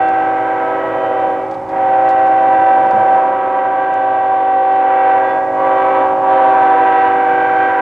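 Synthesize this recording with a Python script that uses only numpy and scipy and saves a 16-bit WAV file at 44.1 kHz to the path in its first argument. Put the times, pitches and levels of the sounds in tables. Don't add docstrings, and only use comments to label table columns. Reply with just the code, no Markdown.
import sys
import numpy as np
from scipy import signal
from scipy.fft import rfft, irfft, next_fast_len
from scipy.io import wavfile
from scipy.ndimage import uniform_filter1d, minimum_filter1d, map_coordinates

SR = 44100
rng = np.random.default_rng(int(sys.argv[2]) if len(sys.argv) > 2 else 0)


def master(y):
    cut = np.clip(np.atleast_2d(y).T, -1, 1)
    pcm = np.round(cut * 32767)
    wavfile.write(sys.argv[1], SR, pcm.astype(np.int16))


N = 344421
TIME = np.arange(N) / SR
SLOW = np.linspace(0, N / SR, 1600)

# pitch in Hz, list of basic levels in dB of harmonics 1, 2, ..
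BELLS = [(277.3, [-32.5, -33.5, -45, -32.5, -43, -53, -43, -48.5, -56, -61.5]),
         (324.3, [-29, -28.5, -27, -32.5, -51.5, -45, -63.5, -52, -54, -69]),
         (385.0, [-25, -12.5, -30, -37.5, -38, -45.5, -54.5, -56, -62.5, -75]),
         (492.5, [-29, -29.5, -48, -41.5, -51, -63.5, -66.5]),
         (528.2, [-23, -54, -32.5, -50.5, -63.5, -71.5])]
BENDS = [-.006, -.009, -.007, -.005, .029]
# time of lowest pressure in seconds, sag of pressure from 0 to 1,
# loss in dB, closing time in seconds, reopening time in seconds.
EASES = [(1.659, 0.98, 11.5, .33, 0.1), (5.502, 0.95, 7, .23, .14), (6.179, .68, 6.5, .16, .16)]
SETTLE_S = 0.18
STARVED_HZ = 1300
WASH_LOSS = 0.21

# time in seconds, level change in dB.
MIDDLE = [(0, -4.0), (1.1, -2), (1.7, -5), (2.6, -3.5), (3.15, -1), (3.4, -5.0), (4.6, -6), (5.5, -1.5),
          (6.1, 0.0), (6.5, -1), (7.81, -5)]
TREBLE = [(0, -4.5), (0.7, -3.5), (1.3, -6), (2.3, -4), (3.1, -5.5), (3.4, -6), (4.6, -9.5), (5, -1.5),
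          (5.5, -4), (6.6, -1.5), (7.4, -1), (7.81, 1.5)]
TOP = [(0, -3), (1.2, -3.5), (2, -5.0), (3.1, -5), (3.4, -4), (4.6, -1.5), (5.2, -4), (5.9, -1.5), (6.4, 2),
       (7, 0.0), (7.81, -9.5)]
MIDDLE_EDGE_HZ, TREBLE_EDGE_HZ = 1500, 2850

LEAD = [(0.0, 0.5), (0.75, -8), (0.85, -19), (0.95, -11), (1.25, -2.5), (1.65, -13.0), (1.75, -4.0),
        (1.95, 1.5), (2.75, 3.5), (2.95, 0.5), (3.15, 3.5), (3.35, -5), (5.15, 2.5), (5.25, -2.0),
        (5.95, -1.5), (6.55, 3), (7.81, -2.5)]
BASS = [(0, -8.5), (0.8, -5), (2.8, -8.5), (4.4, -8), (6.1, 0.5), (7.81, -5.5)]
SECOND = [(0.0, 0.5), (1.65, -4), (2.55, 0), (3.35, -11.5), (7.05, -0.5), (7.81, -3)]
FOURTH = [(0, -0.5), (1.3, 5), (1.6, -6.5), (4.6, -10.5), (5.1, 2), (5.9, -4), (6.25, -4.5), (6.7, 2.0),
          (7.3, 7), (7.81, 2.5)]
FIFTH = [(0.0, -11.5), (1.05, -2.5), (2.05, 2), (4.35, -3), (6.05, 7), (6.45, 3.5), (6.75, -11.5),
         (7.25, -13), (7.81, -5)]
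BEAT = [(0, -21), (0.4, -4.5), (1.2, -3.5), (2.1, -11.5), (2.6, 1.5), (4.7, -4.5), (5.8, 3.0), (6.95, 5),
        (7.35, -8), (7.81, 2.5)]
PAIR = [(0, -10.5), (2, -9), (3.3, -5), (5.3, -2), (5.7, 2.5), (6.5, 3.0), (6.9, -3.5), (7.81, -3.0)]
BLARE = [(0.0, 4.5), (1.85, -12), (2.65, -0.5), (3.35, -4), (3.85, 1.5), (4.65, -8), (5.35, 4),
         (5.65, -2.0), (6.45, -1), (7.81, 10.5)]
RING = [(0, 0.5), (0.6, -10), (0.9, 3.5), (1.4, -6.5), (2.2, 0), (3.2, -5), (4.5, -4), (5.1, 2.5),
        (6.55, -9.5), (7, 10.5), (7.25, -8.5), (7.81, 3)]
OWN_LEVEL = {(2, 2): LEAD, (0, 1): BASS, (2, 1): BASS, (1, 1): SECOND, (3, 1): FOURTH, (4, 1): FIFTH,
             (1, 3): BEAT, (3, 2): BEAT, (0, 4): PAIR, (2, 3): PAIR, (2, 4): BLARE, (4, 3): BLARE,
             (2, 5): RING}
# bell counted from 0, harmonic, time of the crest
# in seconds, half length in seconds, lift in dB.
SWELLS = [(2, 7, 0.091, 0.15, 12.5), (1, 4, .8, 0.19, 6), (2, 8, 1.0, 0.44, 10.5), (2, 8, 2.7, 0.53, 5.5),
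          (2, 9, 5.3, .1, 15.5), (2, 6, 5.85, 0.21, 11.5), (2, 7, 6.05, 0.13, 10), (2, 9, 6.35, .12, 6.5),
          (1, 4, 6.35, .12, 3), (2, 8, 6.38, 0.15, 8.5), (2, 8, 7.65, 0.32, 8.5)]

# pitch in Hz, relative level in dB.
SIDE_TONES = [(479, -41), (510, -38.5), (586, -36.5), (601, -38), (626, -35.5), (640, -35.5), (708, -46),
              (742, -37.5), (803, -37.5), (819, -37.5), (857, -35.5), (870, -41.5), (885, -59.5),
              (913, -45.5), (938, -36.5), (951, -36), (1020, -41), (1093, -41), (1178, -44.5),
              (1419, -61.5), (1684, -57)]
# frequency in Hz, relative level in dB per Hz.
AIR = [(200, -43.5), (270, -5.5), (430, -12), (520, -4.5), (620, -5.5), (690, -3), (800, 9.5), (945, -4.5),
       (1010, -2.5), (1250, -12), (1600, -37.5)]
# frequency in Hz, relative level in dB per Hz.
RASP = [(900, -31), (1300, 2), (1600, 3.5), (1800, -4), (2150, -4), (2600, -13), (3100, -17.5),
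        (3600, -21.5), (4300, -33.5), (6000, -55.5)]
SIDE_TONES_DB, AIR_DB, RASP_DB = 3.5, -25, -29

# frequency in Hz, relative level in dB per Hz.
RUMBLE = [(20, -9), (45, -8), (75, -3), (120, 1.5), (220, 3), (400, 0), (900, -27)]
# time in seconds, level change in dB.
BACKGROUND = [(0.0, 1.5), (1.05, 1.5), (3.05, 2.5), (3.35, -1.5), (4.65, -3.5), (5.45, 2), (7.81, 2)]
RUMBLE_DB, NOTE_DB, HISS_DB = -41, -48.5, -63.5
NOTE_FALL_DB_PER_S = 0.6

# time in seconds, firing rate in Hz, level in dB.
CAR = [(2.2, 60.9, -48.5), (2.6, 67.46, -37.5), (3.0, 69.57, -33.5), (3.4, 72.46, -33.5), (3.8, 76.1, -33),
       (4.2, 73, -50.5)]
# multiple of the rate, relative level in dB.
CAR_ORDERS = [(3, -9.5), (4, -2), (5, 2), (6, -8)]
# frequency in Hz, relative level in dB per Hz.
THUD = [(45, -4.5), (80, 6.0), (230, 17), (400, -12.5)]

# frequency in Hz, relative level in dB per Hz.
HISS = [(1500, -14.5), (4000, 1), (6500, -4), (8500, -6.5), (11000, -12), (15500, -22.5)]
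# start in seconds, level in dB, time to die away by 60 dB in seconds.
TICKS = [(0.0861, -44, .035), (1.5107, -47.5, .1), (1.541, -49, 0.07), (1.6908, -49, 0.087),
         (2.0893, -41, .07), (2.1078, -46, 0.051), (2.2694, -46, 0.034), (2.9101, -41, 0.022),
         (2.954, -53.5, 0.066), (3.9405, -36, 0.0047), (4.7247, -45.5, 0.008), (4.7574, -44, .007)]
# frequency in Hz, relative level in dB per Hz.
TICK_COLOUR = [(1500, -8.5), (3500, 7), (8000, -6.5), (10500, -20), (16000, -23)]
TOP_HZ = 15700


def amp(db):
    return 10 ** (np.asarray(db) / 20)


def unit(x):
    return x / np.sqrt(np.mean(x ** 2) + 1e-20)


def curves(rows, grid=TIME):
    s, *columns = np.transpose(rows)
    return [np.interp(grid, s, column) for column in columns]


def every_sample(slow):
    return np.interp(TIME, SLOW, slow)


def wobble(rate):
    return map_coordinates(rng.standard_normal(len(SLOW)), [SLOW * rate], mode="wrap")


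def filtered(x, response):
    m = next_fast_len(N + SR // 4)
    spectrum = rfft(x, m) * response(np.fft.rfftfreq(m, 1 / SR))
    return irfft(spectrum, m)[..., :N]


def coloured(x, colour):
    f, db = np.transpose(colour)

    def response(hz):
        return amp(np.interp(np.log(hz + 1), np.log(f), db, left=-120, right=-120))
    return filtered(x, response)


def noise(colour, side_db):
    mid, side = coloured(rng.standard_normal((2, N)), colour)
    side = amp(side_db) * side
    return unit(np.array([mid + side, mid - side]))


def below(hz, edge_hz):
    return 1 / (1 + (hz / edge_hz) ** 14)


def horn():
    sag, loss_db = easing()
    phases = [diaphragm(pitch_hz, bend, sag) for (pitch_hz, _), bend in zip(BELLS, BENDS)]
    (middle_db,), (treble_db,), (top_db,) = curves(MIDDLE), curves(TREBLE), curves(TOP)
    wash = amp(SIDE_TONES_DB) * side_tones(sag) + amp(AIR_DB) * noise(AIR, side_db=-16)
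    wash = amp(middle_db - WASH_LOSS * loss_db) * wash
    grit = rasp(phases, count=7)
    low_grit = filtered(grit, lambda hz: below(hz, TREBLE_EDGE_HZ))
    grit = amp(treble_db) * low_grit + amp(top_db) * (grit - low_grit)
    loud_chord = steepened(chord(phases, loss_db), lead=0.00006)
    return loud_chord + wash + amp(RASP_DB - loss_db) * grit


def easing():
    sag, loss_db = np.zeros(N), np.zeros(N)
    for s, depth, full_loss_db, closing_s, reopening_s in EASES:
        def dip(after_s):
            width_s = np.where(TIME < s, closing_s, after_s)
            return np.exp(-((TIME - s) / width_s) ** 2)
        sag += depth * dip(SETTLE_S)
        loss_db += full_loss_db * dip(reopening_s) ** 2
    return sag, loss_db


def diaphragm(pitch_hz, bend, sag, jitter=0.0041, jitter_hz=70, drift=0.0004):
    hz = pitch_hz * (1 + bend * sag + drift * every_sample(wobble(5)))
    shake = unit(filtered(rng.standard_normal(N), lambda f: 1 / (1 + (f / jitter_hz) ** 2)))
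    roughness = jitter * (1 + 0.83 * sag)
    return 2 * np.pi * np.cumsum(hz) / SR + roughness * shake


def chord(phases, loss_db, fade_db=4.06, fade_db_per_octave=-0.4, flicker_db=1.84, scatter=0.12,
          waver_per_octave=0.22, lead_waver=0.3, low_waver=0.65):
    loss_db = np.interp(SLOW, TIME, loss_db)
    (middle,), (treble,), (top,) = curves(MIDDLE, SLOW), curves(TREBLE, SLOW), curves(TOP, SLOW)
    out = np.zeros(N)
    for bell, (pitch_hz, harmonics) in enumerate(BELLS):
        for k, db in enumerate(harmonics, 1):
            hz = k * pitch_hz
            octaves = np.log2(hz / BELLS[0][0])
            own = OWN_LEVEL.get((bell, k))
            if own:
                carry = curves(own, SLOW)[0]
            else:
                register = top + below(hz, TREBLE_EDGE_HZ) * (treble - top)
                register = register + below(hz, MIDDLE_EDGE_HZ) * (middle - treble)
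                carry = register + (fade_db + fade_db_per_octave * octaves) * wobble(2.0)
            starved_db = loss_db * min(1, np.sqrt(hz / STARVED_HZ))
            level = db + carry + swell(bell, k) - starved_db
            waver = lead_waver if own is LEAD else low_waver + waver_per_octave * octaves
            gain = np.sqrt(2) * amp(level + flicker_db * waver * wobble(16))
            turn = rng.uniform(0, 2 * np.pi) + scatter * waver * (wobble(13) + 2 * wobble(3))
            out += every_sample(gain) * np.sin(k * phases[bell] + every_sample(turn))
    return out


def swell(bell, harmonic):
    return sum(db * np.exp(-((SLOW - s) / half_s) ** 2)
               for b, k, s, half_s, db in SWELLS if (b, k) == (bell, harmonic))


def steepened(x, lead):
    return map_coordinates(x, [np.arange(N) + lead * SR * x], mode="nearest")


def side_tones(sag, bend=0.008, fade_db=5.0, scatter=0.65):
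    sagged_s = np.cumsum(sag) / SR
    out = np.zeros(N)
    for hz, db in SIDE_TONES:
        phase = 2 * np.pi * hz * (TIME + bend * rng.standard_normal() * sagged_s)
        turn = rng.uniform(0, 2 * np.pi) + scatter * (wobble(11) + 2 * wobble(3))
        gain = amp(db + fade_db * wobble(2.5))
        out += every_sample(gain) * np.sin(phase + every_sample(turn))
    return out


def rasp(phases, count, slope=0.15):
    def turn():
        return rng.uniform(0, 2 * np.pi) + 0.35 * every_sample(wobble(3))

    def buzzing(phase):
        return sum(np.sin(k * phase + turn()) / k ** slope for k in range(1, count + 1))
    waves = np.array([buzzing(phase) for phase in phases])
    products = waves.sum(0) ** 2 - (waves ** 2).sum(0)
    return unit(unit(coloured(products, RASP)) + amp(-8) * noise(RASP, side_db=-8))


def trackside(x, t60=1.0):
    t = np.arange(SR) / SR
    tail = rng.standard_normal((2, SR)) * amp(-60 * t / t60) * (1 - np.exp(-t / 0.064))
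    tail = tail / np.linalg.norm(tail[0])
    return amp(-25) * signal.fftconvolve(x, tail, axes=1)[:, :N]


def diesel(note_hz=112.2, width_hz=3.5, surge_db=1.5, flutter_db=1.6):
    background_db, = curves(BACKGROUND)
    rumble = noise(RUMBLE, side_db=-9.5)
    phase = 2 * np.pi * np.cumsum(note_hz + width_hz * every_sample(wobble(17))) / SR
    unsteady_db = every_sample(surge_db * wobble(4) + flutter_db * wobble(32))
    note = amp(NOTE_DB - NOTE_FALL_DB_PER_S * TIME + unsteady_db) * unit(np.sin(phase))
    return amp(background_db) * (note + amp(RUMBLE_DB) * rumble)


def car(bump_s=2.925, bump_db=-27.0, bump_t60=0.48, waver=0.0018):
    firing_hz, db = curves(CAR)
    phase = 2 * np.pi * np.cumsum(firing_hz * (1 + waver * every_sample(wobble(25)))) / SR
    engine = unit(sum(amp(level) * np.sin(k * phase) for k, level in CAR_ORDERS))
    age = np.maximum(TIME - bump_s, 0)
    thud = amp(bump_db - 60 * age / bump_t60) * (1 - np.exp(-age / 0.0049))
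    running = (TIME > CAR[0][0]) & (TIME < CAR[-1][0])
    return running * amp(db) * engine + thud * noise(THUD, side_db=-9.5)


def camera(buzz_db=4.5, buzz_hz=60):
    hiss_db = HISS_DB + curves(BACKGROUND)[0]
    buzz = np.cos(np.pi * buzz_hz * TIME) ** 8
    ticks = sum(amp(db - 60 * np.maximum(TIME - s, 0) / t60) * (TIME >= s) for s, db, t60 in TICKS)
    hiss = amp(hiss_db + buzz_db * buzz) * noise(HISS, side_db=-12)
    return hiss + ticks * noise(TICK_COLOUR, side_db=-12.0)


def scene():
    blast = horn()
    ahead = blast + trackside(blast) + diesel() + car()
    return ahead * amp([[-0.55], [0.55]]) + camera()


def record(dry):
    needed = np.minimum(1, 0.93 / (np.abs(dry).max(0) + 1e-9))
    gain = minimum_filter1d(needed, size=801)
    gain = uniform_filter1d(uniform_filter1d(gain, size=401), size=401)
    edges = np.minimum(1, np.minimum(TIME, TIME[-1] - TIME) / 0.004)
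    return filtered(dry * gain * edges, lambda hz: hz < TOP_HZ)


dry = scene()
out = record(dry)
master(out)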